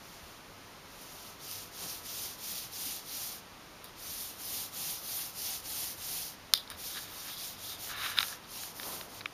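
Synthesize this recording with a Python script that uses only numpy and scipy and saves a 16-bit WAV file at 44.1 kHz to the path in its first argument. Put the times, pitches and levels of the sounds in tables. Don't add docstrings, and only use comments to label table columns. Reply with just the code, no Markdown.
import sys
import numpy as np
from scipy import signal
from scipy.fft import rfft, irfft, next_fast_len
from scipy.io import wavfile

SR = 44100
rng = np.random.default_rng(int(sys.argv[2]) if len(sys.argv) > 2 else 0)


def to_wav(sig):
    pcm = np.clip(np.atleast_2d(sig), -1, 1) * 32767
    pcm = np.round(pcm).astype(np.int16)
    wavfile.write(sys.argv[1], SR, pcm.T)


N = 411453

# pitch_hz, width_hz, level_db
CASE_MODES = [
    [(620, 250, -16.5), (1157, 224, -3), (1373, 194, 0), (1710, 190, -1)],
    [(2240, 254, -0.5), (2840, 460, -2)],
    [(3350, 260, -4), (3707, 168, 0.5), (4084, 190, -4.5)],
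    [(4540, 300, -1), (5080, 400, 0), (5900, 600, -14)],
    [(6550, 890, -7.5), (9800, 920, 2.5), (12440, 1500, -1), (14000, 1300, 1)],
]


def from_db(db):
    return 10 ** (np.asarray(db) / 20)


def rms_one(x):
    return x / np.sqrt(np.mean(x ** 2) + 1e-20)


def drift(rate_hz):
    r = np.exp(-2 * np.pi * rate_hz / SR)
    return rms_one(signal.lfilter([1], [1, -2 * r, r * r], rng.standard_normal(N + SR))[SR:])


def coloured(x, spectrum):
    size = next_fast_len(N)
    hz, level_db = np.transpose(spectrum)
    log_hz = np.log(np.maximum(np.arange(size // 2 + 1) * SR / size, 1))
    gain = from_db(np.interp(log_hz, np.log(hz), level_db))
    return rms_one(irfft(rfft(x, size) * gain, size)[:N])


def resonate(x, modes):
    out = 0
    for k, (hz, width_hz, level_db) in enumerate(modes):
        r = np.exp(-np.pi * width_hz / SR)
        b = (1 - r * r) / 2 * np.array([1, 0, -1])
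        a = [1, -2 * r * np.cos(2 * np.pi * hz / SR), r * r]
        out = out + (-1) ** k * from_db(level_db) * signal.lfilter(b, a, x)
    return rms_one(out)


def pops(per_s, spread_db):
    sizes = from_db(spread_db * np.minimum(rng.exponential(1, N), 5)) * rng.choice([-1, 1], N)
    return sizes * (rng.random(N) < per_s / SR)


def swell(peak_s, rise_s, fall_s, level_db):
    corners_s = [peak_s - rise_s, peak_s, peak_s + fall_s]
    corners_db = [level_db - 25, level_db, level_db - 25]
    return from_db(np.interp(np.arange(N) / SR, corners_s, corners_db, left=-200, right=-200))


def patchy(x, depth_db, rate_hz):
    edges_hz = 800 * 2 ** np.arange(0, 4.5, 1 / 2)
    size = next_fast_len(N)
    spectrum = rfft(x, size)
    band = np.searchsorted(edges_hz, np.arange(size // 2 + 1) * SR / size)
    return sum(irfft(spectrum * (band == k), size)[:N] * from_db(depth_db * drift(rate_hz))
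               for k in range(len(edges_hz) + 1))


def recorder_hiss():
    # freq_hz, level_db
    hiss_spectrum = [(15, -51), (25, -4.5), (106, -8), (121, -6), (163, -4), (237, -5.5), (394, -7.5),
                     (856, -8), (1150, -7), (1580, -11), (5720, -16), (7890, -20), (15000, -24.5)]
    return from_db(-51.5 + 0.13 * drift(6.3)) * coloured(rng.standard_normal(N), hiss_spectrum)


def electrical_hum(pitch_hz=99.7):
    # harmonic, level_db
    partials = [(1, 1.5), (2, -13), (3, -8), (4, -6.5), (5, -6.5), (6, -10), (7, -5), (9, -6), (10, -3.5),
                (13, -2.5)]
    # time_s, gain_db
    contour = [(0.0, -76), (0.23, -65), (0.28, -76), (0.72, -62), (0.8, -76), (1.06, -64.5), (2.21, -64),
               (2.41, -71.5), (6.05, -67), (6.21, -75), (6.78, -64.5), (6.99, -76), (7.04, -63),
               (7.59, -73), (7.64, -63), (8.91, -67), (8.96, -63), (9.33, -64.5)]
    cycles = np.cumsum(pitch_hz * (1 + 0.00589 * drift(2.95))) / SR
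    hum = sum(from_db(level_db + 3.1 * drift(3.1)) * np.sin(2 * np.pi * (k * cycles + rng.random()))
              for k, level_db in partials)
    return from_db(np.interp(np.arange(N) / SR, *np.transpose(contour))) * hum


def grip_shuffle():
    # peak_s, rise_s, fall_s, level_db
    shifts = [(1.814, .06, 0.31, -49), (8.88, 0.17, 0.39, -44)]
    # freq_hz, level_db
    woolly = [(80, -54), (170, -6), (500, -6), (1100, -6), (2500, -23)]
    return sum(swell(*shift) for shift in shifts) * coloured(rng.standard_normal(N), woolly)


def soft_thumps(attack_s=0.012, t60_s=0.11):
    # start_s, level_db, pitch_hz
    thumps = [(0.228, -50, 76), (1.839, -49, 170), (1.979, -55, 93), (2.519, -50, 190), (2.639, -51, 129),
              (2.859, -51.5, 275), (4.079, -52, 82.5), (4.859, -50, 158), (5.129, -56, 86.1),
              (5.976, -54, 88.8), (6.739, -48, 83), (9.1, -58, 260)]
    t = np.arange(SR // 2) / SR
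    envelope = (1 - np.exp(-t / attack_s)) * from_db(-60 * t / t60_s)
    envelope /= envelope.max()
    out = np.zeros(N + len(t))
    for start_s, level_db, pitch_hz in thumps:
        at = round(start_s * SR)
        tone = np.sin(2 * np.pi * (pitch_hz * t + rng.random()))
        out[at:at + len(t)] += from_db(level_db) * envelope * tone
    return out[:N]


def rubs_and_landing_tail():
    # peak_s, rise_s, fall_s, level_db,
    # nearest_group (0-4), loss_db (per group away)
    rubs = [(3.845, .004, 0.11, -49, 3.4, 5), (6.545, .003, 0.11, -35, 2.15, 10),
            (6.547, .003, 0.064, -36, 3.0, 13), (6.546, .003, 0.1, -43, 4.0, 6),
            (6.705, .003, 0.055, -44, 3.7, 5), (6.712, .01, .06, -47, 0.2, 5.5),
            (6.75, .03, .03, -57, 2.5, 3), (6.91, .05, .12, -56, 1.9, 3), (6.95, .03, 0.033, -47, 2.2, 5),
            (6.976, .03, .03, -40.5, 0.67, 2), (7.1, .3, .3, -53, 1.4, 2.5),
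            (7.294, .1, 0.071, -48.5, 0.8, 4), (7.34, 0.09, 0.075, -50, 2.3, 10),
            (7.4, 0.17, 0.28, -44, 2.7, 8), (7.73, .2, 0.17, -47, 2.1, 7),
            (7.91, 0.068, 0.51, -44.5, 0.44, 5), (8.05, 0.16, 0.2, -36, 0.9, 4.5),
            (8.183, 0.032, 0.0044, -33, 1.2, 4.5), (8.212, 0.035, 0.0068, -32.5, 1.1, 4),
            (8.235, .004, 0.026, -39, 0.4, 5), (8.328, 0.088, 0.065, -48, 0.4, 4),
            (8.446, .03, .04, -55, 2.3, 3)]
    response_db = [0.3, -4.5, 0.5, -4, -2]
    groups = np.arange(len(CASE_MODES))
    gains = sum(np.outer(from_db(response_db - loss_db * np.abs(groups - nearest_group)), swell(*shape))
                for *shape, nearest_group, loss_db in rubs)
    slips = pops(6000, spread_db=-0.5) * from_db(1.6 * drift(79.0))
    return sum(gain * resonate(slips, modes) for gain, modes in zip(gains, CASE_MODES))


def case_clicks(grit_t60_s=0.0066, grip_damping=1.48):
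    # start_s, level_db, struck_group (0-3), loss_db (per group away), top_group_db
    clicks = [(1.5127, -35, 3.1, 8, -29), (3.8427, -46, 1.9, 3, -32), (6.5367, -3.5, 2.65, 8, -10),
              (6.575, -24, 2.2, 15, -34), (6.6757, -36, 2.1, 10, -51), (6.7013, -36, 2.4, 2.5, -27),
              (6.7158, -40, 0.1, 5, -46), (8.186, -6, 1.59, 10, -23), (8.2053, -23, 1.4, 4, -26),
              (8.2287, -19, 1.17, 7, -27), (8.2821, -34, 1.8, 6, -44), (8.6344, -35, 1.1, 3.5, -43),
              (8.7973, -29.5, 1.2, 5, -43), (8.831, -31.5, 1.6, 6, -43), (9.0108, -32, 1.3, 4.5, -47),
              (9.2078, -33, 1.3, 7, -58), (9.2124, -36, 1.6, 4, -58), (9.2573, -20.5, 1.02, 9.5, -54)]
    response_db = np.array([2.1, -1.5, -0.1, -0.5])
    groups = np.arange(len(response_db))
    t = np.arange(2048) / SR
    out = np.zeros(N + len(t))
    for start_s, level_db, struck_group, loss_db, top_group_db in clicks:
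        snap = 0.61 * rng.standard_normal(len(t)) * from_db(-60 * t / grit_t60_s)
        snap[0] = 1
        at = round(start_s * SR)
        body_db = level_db + response_db - loss_db * np.abs(groups - struck_group)
        for peak_db, modes in zip((*body_db, top_group_db), CASE_MODES):
            ring = resonate(snap, np.array(modes) * [1, grip_damping, 1])
            out[at:at + len(t)] += from_db(peak_db) * ring / np.max(np.abs(ring))
    return out[:N]


def arm_strokes():
    # start_s, length_s, level_db, rise_share (0-1), rasp_db (relative to the fizz)
    strokes = [(-0.027, 0.25, -57.856, 0.75, 3), (0.171, 0.24, -60, 0.39, 3), (0.828, 0.55, -52, 0.8, 0.5),
               (1.377, 0.33, -44, 0.52, 0), (1.697, 0.34, -41.5, 0.57, -1), (1.999, 0.387, -40, 0.53, -1),
               (2.362, 0.35, -38.5, 0.47, -2.0), (2.692, 0.36, -39, 0.45, -1),
               (3.022, 0.4, -39, 0.46, -2.0), (3.95, 0.43, -40, 0.55, -3), (4.343, 0.37, -37.5, 0.64, -3.5),
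               (4.695, 0.33, -37, 0.57, -3), (4.98, 0.36, -36.435, 0.55, -3.5),
               (5.31, 0.32, -37, 0.57, -2.5), (5.605, 0.37, -36, 0.57, -3.5), (5.947, 0.42, -37, 0.45, -3),
               (6.757, 0.359, -41.5, 0.31, -2.0), (7.034, 0.362, -44, 0.7, -2.0),
               (7.352, 0.23, -42, 0.38, -2.0), (7.561, 0.22, -42.5, 0.615, -1.5),
               (7.767, 0.19, -40.5, 0.505, -1.5), (7.934, 0.23, -42, 0.68, -1.5),
               (8.143, 0.247, -40, 0.35, -2.0), (8.462, 0.28, -42, 0.57, -1.5),
               (8.722, 0.37, -42, 0.44, -2.5), (9.073, 0.15, -50, 0.65, 0.5)]
    # peak_s, rise_s, fall_s, level_db
    surges = [(1.018, .05, .08, -52), (1.277, .05, .05, -54), (1.52, .04, .1, -48), (1.836, .06, .08, -44),
              (2.06, .03, .1, -44), (4.764, .04, .08, -44), (5.657, .03, .08, -45), (7.029, .08, .04, -47),
              (8.675, .06, .05, -50)]
    t = np.arange(N) / SR
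    fizz_power = sum(swell(*surge) for surge in surges) ** 2
    rasp_power = fizz_power.copy()
    for start_s, length_s, level_db, rise_share, rasp_db in strokes:
        fastest_s = start_s + rise_share * length_s
        speed = np.sin(np.pi / 2 * np.interp(t, [start_s, fastest_s, start_s + length_s], [0, 1, 0]))
        drive = speed ** np.where(t < fastest_s, 0.91, 1)
        fizz_power += (from_db(level_db) * drive ** 1.14) ** 2
        rasp_power += (from_db(level_db + rasp_db) * drive) ** 2
    return np.sqrt(fizz_power), np.sqrt(rasp_power)


def paint_roller():
    # freq_hz, level_db
    fizz_spectrum = [(6000, -21.5), (8600, -2), (10000, 0), (13800, 0.5), (15500, -0.5)]
    # freq_hz, level_db
    rasp_spectrum = [(500, -34), (1200, -20), (2000, -12), (3000, -5.5), (4500, -2), (6000, -1), (8000, -4),
                     (10000, -12.5)]
    # pitch_hz, width_hz, level_db
    wall_modes = [(75, 33, -2.5), (157, 47, -3.5), (263, 51, -5), (782, 93, 0.5)]
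    fizz_gain, rasp_gain = arm_strokes()
    uneven = drift(31.0)
    fizz = coloured(pops(30000, spread_db=3.0), fizz_spectrum) * fizz_gain * from_db(0.74 * uneven)
    rasp = coloured(pops(25000, spread_db=2.5), rasp_spectrum) * rasp_gain * from_db(0.5 * uneven)
    drum_gain = fizz_gain * from_db(-20.5 + 1.3 * drift(4.8))
    paint = patchy(fizz + rasp, depth_db=1.06, rate_hz=17.0)
    return paint + resonate(rng.standard_normal(N), wall_modes) * drum_gain


def scene():
    handling = rubs_and_landing_tail() + case_clicks() + soft_thumps() + grip_shuffle()
    mono = paint_roller() + handling + recorder_hiss() + electrical_hum()
    return np.tile(mono, (2, 1))


def record(dry, notch_hz=7887, cutoff_hz=15080):
    for width_hz in (1580, 300):
        dry = signal.lfilter(*signal.iirnotch(notch_hz, notch_hz / width_hz, SR), dry)
    return signal.sosfilt(signal.cheby2(36, 60, cutoff_hz, fs=SR, output="sos"), dry)


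dry = scene()
out = record(dry)
to_wav(out)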